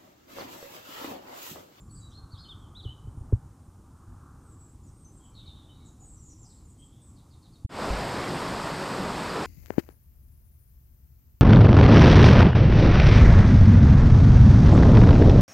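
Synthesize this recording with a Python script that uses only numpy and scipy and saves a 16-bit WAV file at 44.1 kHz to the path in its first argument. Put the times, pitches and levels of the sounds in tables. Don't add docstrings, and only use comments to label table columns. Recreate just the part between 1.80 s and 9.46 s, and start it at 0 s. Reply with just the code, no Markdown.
import sys
import numpy as np
from scipy import signal
from scipy.fft import rfft, irfft
from scipy.io import wavfile
from scipy.ndimage import uniform_filter1d

SR = 44100
rng = np.random.default_rng(int(sys.argv[2]) if len(sys.argv) > 2 else 0)


def inscribe(sig):
    pcm = np.round(np.clip(np.atleast_2d(sig).T, -1, 1) * 32767)
    wavfile.write(sys.argv[1], SR, pcm.astype(np.int16))


N = 337806
TIME = np.arange(N) / SR
FIELD_END_S, LANE_START_S = 5.864, 5.893

# frequency in Hz, relative level in dB.
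BREEZE_SPECTRUM = [(20, -11), (50, -3.5), (88, -1), (135, -6), (200, -13), (310, -15), (380, -23.5),
                   (460, -27.5), (600, -33.5)]
# frequency in Hz, relative level in dB.
HISS_SPECTRUM = [(1800, -4.5), (3000, -3), (4500, -3), (5500, 0.5), (7000, 3), (9700, 2.5), (10300, -3.5),
                 (12000, -6), (15500, -8.5)]
# time when nearest in seconds, seconds from there until the roar is
# 3 dB down, roar level in dB, tyre song level in dB.
CAR_PASSES = [(.62, 0.52, -68.5, -65), (1.48, 0.35, -65, -73), (2.46, .27, -66.5, -62.5),
              (3.78, 0.53, -68.5, -74.5), (5.5, 0.43, -71, -82)]
# frequency in Hz, relative level in dB.
ROAR_SPECTRUM = [(450, -8.5), (650, -6), (800, 0.5), (950, -2), (1150, -2), (1400, -11.5), (1800, -19),
                 (2400, -26)]
TYRE_SPECTRUM = [(900, -10.5), (1150, 4), (1320, 1), (1550, -5.5), (1900, -24)]
ENGINE_SPECTRUM = [(190, -11.5), (265, 0), (330, -3), (420, -12)]

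# start in seconds, length in seconds, middle pitch in Hz, level in dB, rasp from 0 to 1.
SEEP_CALLS = [(0, 0.023, 7300, -61, .3), (0.124, .1, 7800, -59, .7), (2.639, .11, 7950, -69, .5),
              (2.774, .11, 7750, -63, .3), (3.131, 0.13, 8430, -69, .3), (3.321, .1, 8200, -68, 0.32),
              (3.419, .1, 7750, -66, 0.2), (4.035, 0.057, 7300, -62, 1), (4.191, 0.073, 6880, -61, 0.26),
              (4.234, .14, 7780, -58.5, .6), (4.387, .12, 7180, -59, .55), (4.358, .05, 5950, -67, 0.37),
              (4.478, .055, 5950, -60.5, .8), (4.578, 0.073, 7350, -59.5, 0.32),
              (4.633, .17, 7800, -63.5, .5), (4.962, .13, 7960, -64, 0.62), (5.189, .13, 7950, -64.5, 0.76)]
# start in seconds, length in seconds, middle pitch in Hz, slide in Hz,
# level in dB, rasp from 0 to 1.
WHISTLE_CALLS = [(0.091, .028, 4460, -200, -67, 0.4), (0.099, 0.075, 7800, -40, -61, .05),
                 (0.144, 0.043, 4700, -350, -61.5, .55), (.2, 0.12, 3900, -80, -64, 0.23),
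                 (0.344, 0.054, 4230, 120, -57.5, 0.34), (.572, .05, 4870, -600, -60, 0.5),
                 (.596, 0.088, 4274, 0, -62.5, .15), (3.241, 0.044, 6160, -60, -59.5, 0.14),
                 (3.38, .11, 3214, -300, -73.5, .85), (3.859, 0.25, 3835, 90, -68.5, .8),
                 (3.886, .033, 3060, -120, -64.5, 0.2), (4.979, .08, 3195, 150, -64.5, .45),
                 (5.06, 0.19, 3480, 450, -74, .8)]
# start in seconds, first pitch in Hz, level in dB.
CHIP_CALLS = [(.095, 10360, -65), (.275, 7000, -71), (3.035, 7700, -70.5), (4.612, 6900, -63),
              (4.67, 5200, -70), (4.74, 5600, -74), (5.344, 4900, -68.5), (5.488, 5020, -68),
              (5.606, 4970, -66), (5.706, 5100, -67.5)]
# start in seconds, length in
# seconds, top pitch in Hz, place of the top as a share of the length, level in dB, rasp from 0 to 1.
WARBLE_SYLLABLES = [(0.309, 0.048, 4210, 0.9, -60.5, .55), (.5, 0.069, 4510, .15, -59, 0.55),
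                    (.57, 0.044, 4450, .95, -57.5, .2), (0.682, .054, 3670, .2, -49.5, .08),
                    (0.807, .06, 3350, .1, -65, .25), (.942, .078, 4016, .48, -52, 0.15)]
# start in seconds, length in seconds, first pitch in Hz, level in dB, rasp from 0 to 1.
SWOOP_CALLS = [(0.616, .075, 5300, -58.5, 0.33), (1.018, .115, 5000, -52.5, 0.19)]
# start in seconds, length in seconds, first pitch in Hz, level in dB.
CHURR_BURSTS = [(3.53, .1, 4450, -56), (3.645, .062, 4360, -54), (3.718, .15, 3850, -63)]

# start in seconds, peak level in dB, contact time in seconds, factor on the decay times.
CAMERA_BUMPS = [(.427, -39, 0.0074, 0.92), (.527, -35, 0.0035, 2.5), (.745, -42, 0.0042, 0.84),
                (1.051, -26, 0.0018, 1.5), (1.245, -37, 0.0037, .8), (1.27, -29, 0.0026, 1.4),
                (1.369, -28.5, 0.0029, 1.1), (1.402, -30, 0.0058, 1), (1.524, -10.5, 0.0015, 1.17)]
# frequency in Hz, relative level in dB, seconds to fall by 60 dB.
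CAMERA_MODES = [(50, -3, 0.092), (91, 2.5, 0.07), (116.8, 1, 0.079), (245, -14, 0.05), (401, -8, 0.023),
                (700, -23, .012), (1100, -40, .01)]
# start in seconds, end in seconds, centre pitch in Hz, notes per second, note level in dB.
TWITTER_BOUTS = [(0.751, 2.3, 8390, 4, -75), (2.6, 3.499, 7800, 28, -72), (3.35, 4.052, 3100, 12, -74.5),
                 (3.5, 4.049, 2446, 10, -81), (4.149, 4.901, 7680, 36, -69)]
# start in seconds, level in dB, throb in Hz, seconds to fall 60 dB.
MICROPHONE_GUSTS = [(2.28, -40, 51.7, .45), (5.846, -14.5, 69, 0.061), (6.103, -21, 49.7, 0.33)]
# frequency in Hz, relative level in dB.
RUSH_SPECTRUM = [(20, -11), (45, -8), (80, -6.5), (130, -1), (175, 0.5), (260, -1.5), (370, -3.5),
                 (600, -4), (1050, -6), (1500, -10.5), (2000, -14.5), (2500, -20)]
SPRAY_SPECTRUM = [(1470, -61), (2500, -1), (3920, -3.5), (4820, -2), (5360, -5.5), (6010, -13), (8340, -8),
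                  (9500, -19), (12600, -21), (14600, -32), (15500, -40)]


def gain_of(db):
    return 10 ** (np.asarray(db) / 20)


def unit_rms(x):
    return x / np.sqrt(np.mean(x ** 2) + 1e-20)


def add(mix, start, sound):
    part = mix[max(round(start * SR), 0):][:len(sound)]
    part += sound[:len(part)]


def colour(x, spectrum):
    hz, db = np.transpose(spectrum)
    octave, known = np.log2(np.fft.rfftfreq(N, 1 / SR) + 1), np.log2(hz + 1)
    octaves_outside = abs(octave - np.clip(octave, known[0], known[-1]))
    response = gain_of(np.interp(octave, known, db) - 60 * octaves_outside)
    return unit_rms(irfft(rfft(x) * response, N))


def noise(spectrum, patchy_db):
    frames = dict(nperseg=1024, noverlap=768)
    bins = signal.stft(rng.standard_normal(N), **frames)[2]
    patches = uniform_filter1d(rng.standard_normal(bins.shape), size=10, axis=0)
    patches = unit_rms(uniform_filter1d(patches, size=12, axis=1))
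    patchy = signal.istft(bins * gain_of(patchy_db * patches), **frames)[1][:N]
    return colour(patchy, spectrum)


def breeze(ease_db_per_s=0.5, rumble_s=1.42, rumble_width_s=0.2, rumble_db=3.2):
    rumble = rumble_db * np.exp(-((TIME - rumble_s) / rumble_width_s) ** 2)
    return gain_of(-49 - ease_db_per_s * TIME + rumble) * noise(BREEZE_SPECTRUM, patchy_db=1.34)


def hiss():
    return gain_of(-72) * colour(rng.standard_normal(N), HISS_SPECTRUM)


def nearness(nearest_s, half_s):
    return 1 / np.hypot(1, (TIME - nearest_s) / half_s)


def far_road():
    roar_power = sum((gain_of(db) * nearness(at, half)) ** 2 for at, half, db, _ in CAR_PASSES)
    tyre_power = sum((gain_of(db) * nearness(at, half) ** 2) ** 2 for at, half, _, db in CAR_PASSES)
    engine = gain_of(-64.5) * nearness(nearest_s=3.0, half_s=0.58) * noise(ENGINE_SPECTRUM, patchy_db=1.5)
    roar = np.sqrt(roar_power) * noise(ROAR_SPECTRUM, patchy_db=2)
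    tyres = np.sqrt(tyre_power) * noise(TYRE_SPECTRUM, patchy_db=2)
    return roar + tyres + engine


def progress(length_s):
    return np.linspace(0, 1, max(round(length_s * SR), 200))


def bird_calls(sag_hz=1400, rest_hz=2920, dive_s=0.024, curl_hz=320, churr_hz=3550):
    for start, length, hz, db, rasp in SEEP_CALLS:
        yield start, hz - sag_hz * rasp * (progress(length) - 0.5), db, rasp
    for start, length, hz, slide, db, rasp in WHISTLE_CALLS:
        yield start, hz + slide * (progress(length) - 0.5), db, rasp
    for start, first_hz, db in CHIP_CALLS:
        yield start, first_hz * (1 - 0.35 * progress(length_s=0.062)), db, 0.99
    for start, length, top_hz, top_at, db, rasp in WARBLE_SYLLABLES:
        arch = np.sin(np.pi * np.interp(progress(length), [0, top_at, 1], [0, 0.5, 1]))
        yield start, rest_hz + (top_hz - rest_hz) * arch, db, rasp
    for start, length, first_hz, db, rasp in SWOOP_CALLS:
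        height = np.exp(-(progress(length) * length / dive_s) ** 2)
        pitch = rest_hz + (first_hz - rest_hz) * height + curl_hz * progress(length) ** 3
        yield start, pitch, db - 6 * height, rasp
    for start, length, first_hz, db in CHURR_BURSTS:
        yield start, churr_hz + (first_hz - churr_hz) * (1 - progress(length)) ** 2, db, 0.94


def bird_note(hz, db, rasp):
    flutter = unit_rms(uniform_filter1d(rng.standard_normal(SR), size=40))[:len(hz)]
    tone = np.sin(2 * np.pi * np.cumsum(hz * (1 + 0.054 * rasp * flutter)) / SR)
    return gain_of(db) * unit_rms(tone * signal.windows.tukey(len(hz), 0.5))


def hedge_echoes(x, t60, echoes_per_s=700):
    t = TIME[:SR]
    taps = rng.standard_normal(SR) * (rng.random(SR) < echoes_per_s / SR)
    taps *= gain_of(-60 * t / t60) * (t > 0.003)
    return signal.fftconvolve(x, taps / np.linalg.norm(taps))[:N]


def hedge_birds():
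    edge, inside = np.zeros((2, N))
    for start, hz, db, rasp in bird_calls():
        note = bird_note(hz, db, rasp)
        direct = 1 - rasp
        add(edge, start, direct * note)
        add(inside, start, np.sqrt(1 - direct ** 2) * note)
    smear = gain_of(-2.5) * hedge_echoes(inside, t60=0.09)
    inside_tail = gain_of(-5) * hedge_echoes(inside, t60=0.55)
    edge_tail = gain_of(-14) * hedge_echoes(edge, t60=0.65)
    return edge + smear + inside_tail + edge_tail


def camera_bumps():
    out, t = np.zeros(N), TIME[:SR // 3]
    scuff = colour(rng.standard_normal(N), [(400, 0.5), (1000, -6), (2500, -34), (4000, -47)])
    for start, db, contact_s, decay_factor in CAMERA_BUMPS:
        ring = sum((-1) ** k * gain_of(level - 60 * t / (t60 * decay_factor)) * np.sin(2 * np.pi * hz * t)
                   for k, (hz, level, t60) in enumerate(CAMERA_MODES))
        push = np.hanning(round(contact_s * SR) + 3)
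        thud = np.convolve(ring, push)[:len(t)]
        touch = scuff[round(start * SR):][:len(t)] * (t / 0.003) ** 2 * np.exp(-t / 0.002)
        add(out, start, gain_of(db) * (thud / abs(thud).max() + gain_of(-24) * touch))
    return out


def far_twitter(pitch_spread=0.09, pitch_bend=0.04):
    flock = np.zeros(N)
    fall = 1 - 2 * progress(length_s=0.035)
    for start, end, centre_hz, per_s, db in TWITTER_BOUTS:
        for when, pitch, bend in rng.random((round(per_s * (end - start)), 3)):
            hz = centre_hz * (1 + pitch_spread * (2 * pitch - 1) + pitch_bend * bend * fall)
            add(flock, start + when * (end - start), bird_note(hz, db, rasp=0.19))
    return hedge_echoes(flock, t60=0.27)


def gusts(attack_s=0.0063):
    out, t = np.zeros(N), TIME[:SR // 2]
    for start, db, hz, t60 in MICROPHONE_GUSTS:
        churn = noise([(20, 1), (90, -2.5), (280, -13.5)], patchy_db=0)[:len(t)]
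        envelope = gain_of(db - 60 * t / t60) * np.minimum(t / attack_s, 1)
        add(out, start, envelope * (np.sin(2 * np.pi * hz * t) + 0.36 * churn))
    return out


def bubbles(low_hz, high_hz, per_s, cycles, spread_db, sizes=28):
    out = np.zeros(N)
    for hz in np.geomspace(low_hz, high_hz, sizes):
        age = np.linspace(0, 1, round(cycles * SR / hz) + 4)
        ring = np.sin(2 * np.pi * cycles * age * (1 + 0.066 * age)) * np.exp(-5 * age)
        onsets = rng.integers(0, N, round(per_s * N / SR / sizes))
        strengths = gain_of(spread_db * np.minimum(rng.exponential(1, len(onsets)), 4))
        births = np.bincount(onsets, strengths * rng.choice([-1, 1], len(onsets)), N)
        out += signal.oaconvolve(births, ring * np.sqrt(hz) / np.linalg.norm(ring))[:N]
    return out


def van_wash(recede_db_per_s=0.2):
    gurgle = colour(bubbles(348.5, 2635, per_s=700, cycles=17, spread_db=3.5), RUSH_SPECTRUM)
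    droplets = colour(bubbles(2290, 16000, per_s=3500, cycles=15, spread_db=1), SPRAY_SPECTRUM)
    rush = gain_of(-0.43) * noise(RUSH_SPECTRUM, patchy_db=1.5) + gain_of(-8) * gurgle
    spray = gain_of(-1) * noise(SPRAY_SPECTRUM, patchy_db=0.6) + gain_of(-3.5) * droplets
    receding = gain_of(-recede_db_per_s * (TIME - LANE_START_S))
    return receding * (gain_of(-31.4) * rush + gain_of(-43.5) * spray)


def scene(cut_s=0.0039, fade_in_s=0.13):
    field_on = np.clip((FIELD_END_S - TIME) / cut_s, 0, 1)
    lane_on = np.interp(TIME, [LANE_START_S, LANE_START_S + fade_in_s], [0.05, 1], left=0)
    field = breeze() + hiss() + far_road() + hedge_birds() + camera_bumps() + far_twitter()
    mono = field_on * field + lane_on * van_wash() + (field_on + lane_on) * gusts()
    return np.array([mono, mono])


def record(dry, top_hz=15550):
    side = gain_of(-83) * noise([(1500, -2), (4000, -1), (8000, 6), (15500, -1)], patchy_db=2)
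    lowpass = signal.firwin(511, top_hz, window=("kaiser", 9), fs=SR)
    return signal.oaconvolve(dry + np.array([side, -side]), lowpass[None], "same")


dry = scene()
out = record(dry)
inscribe(out)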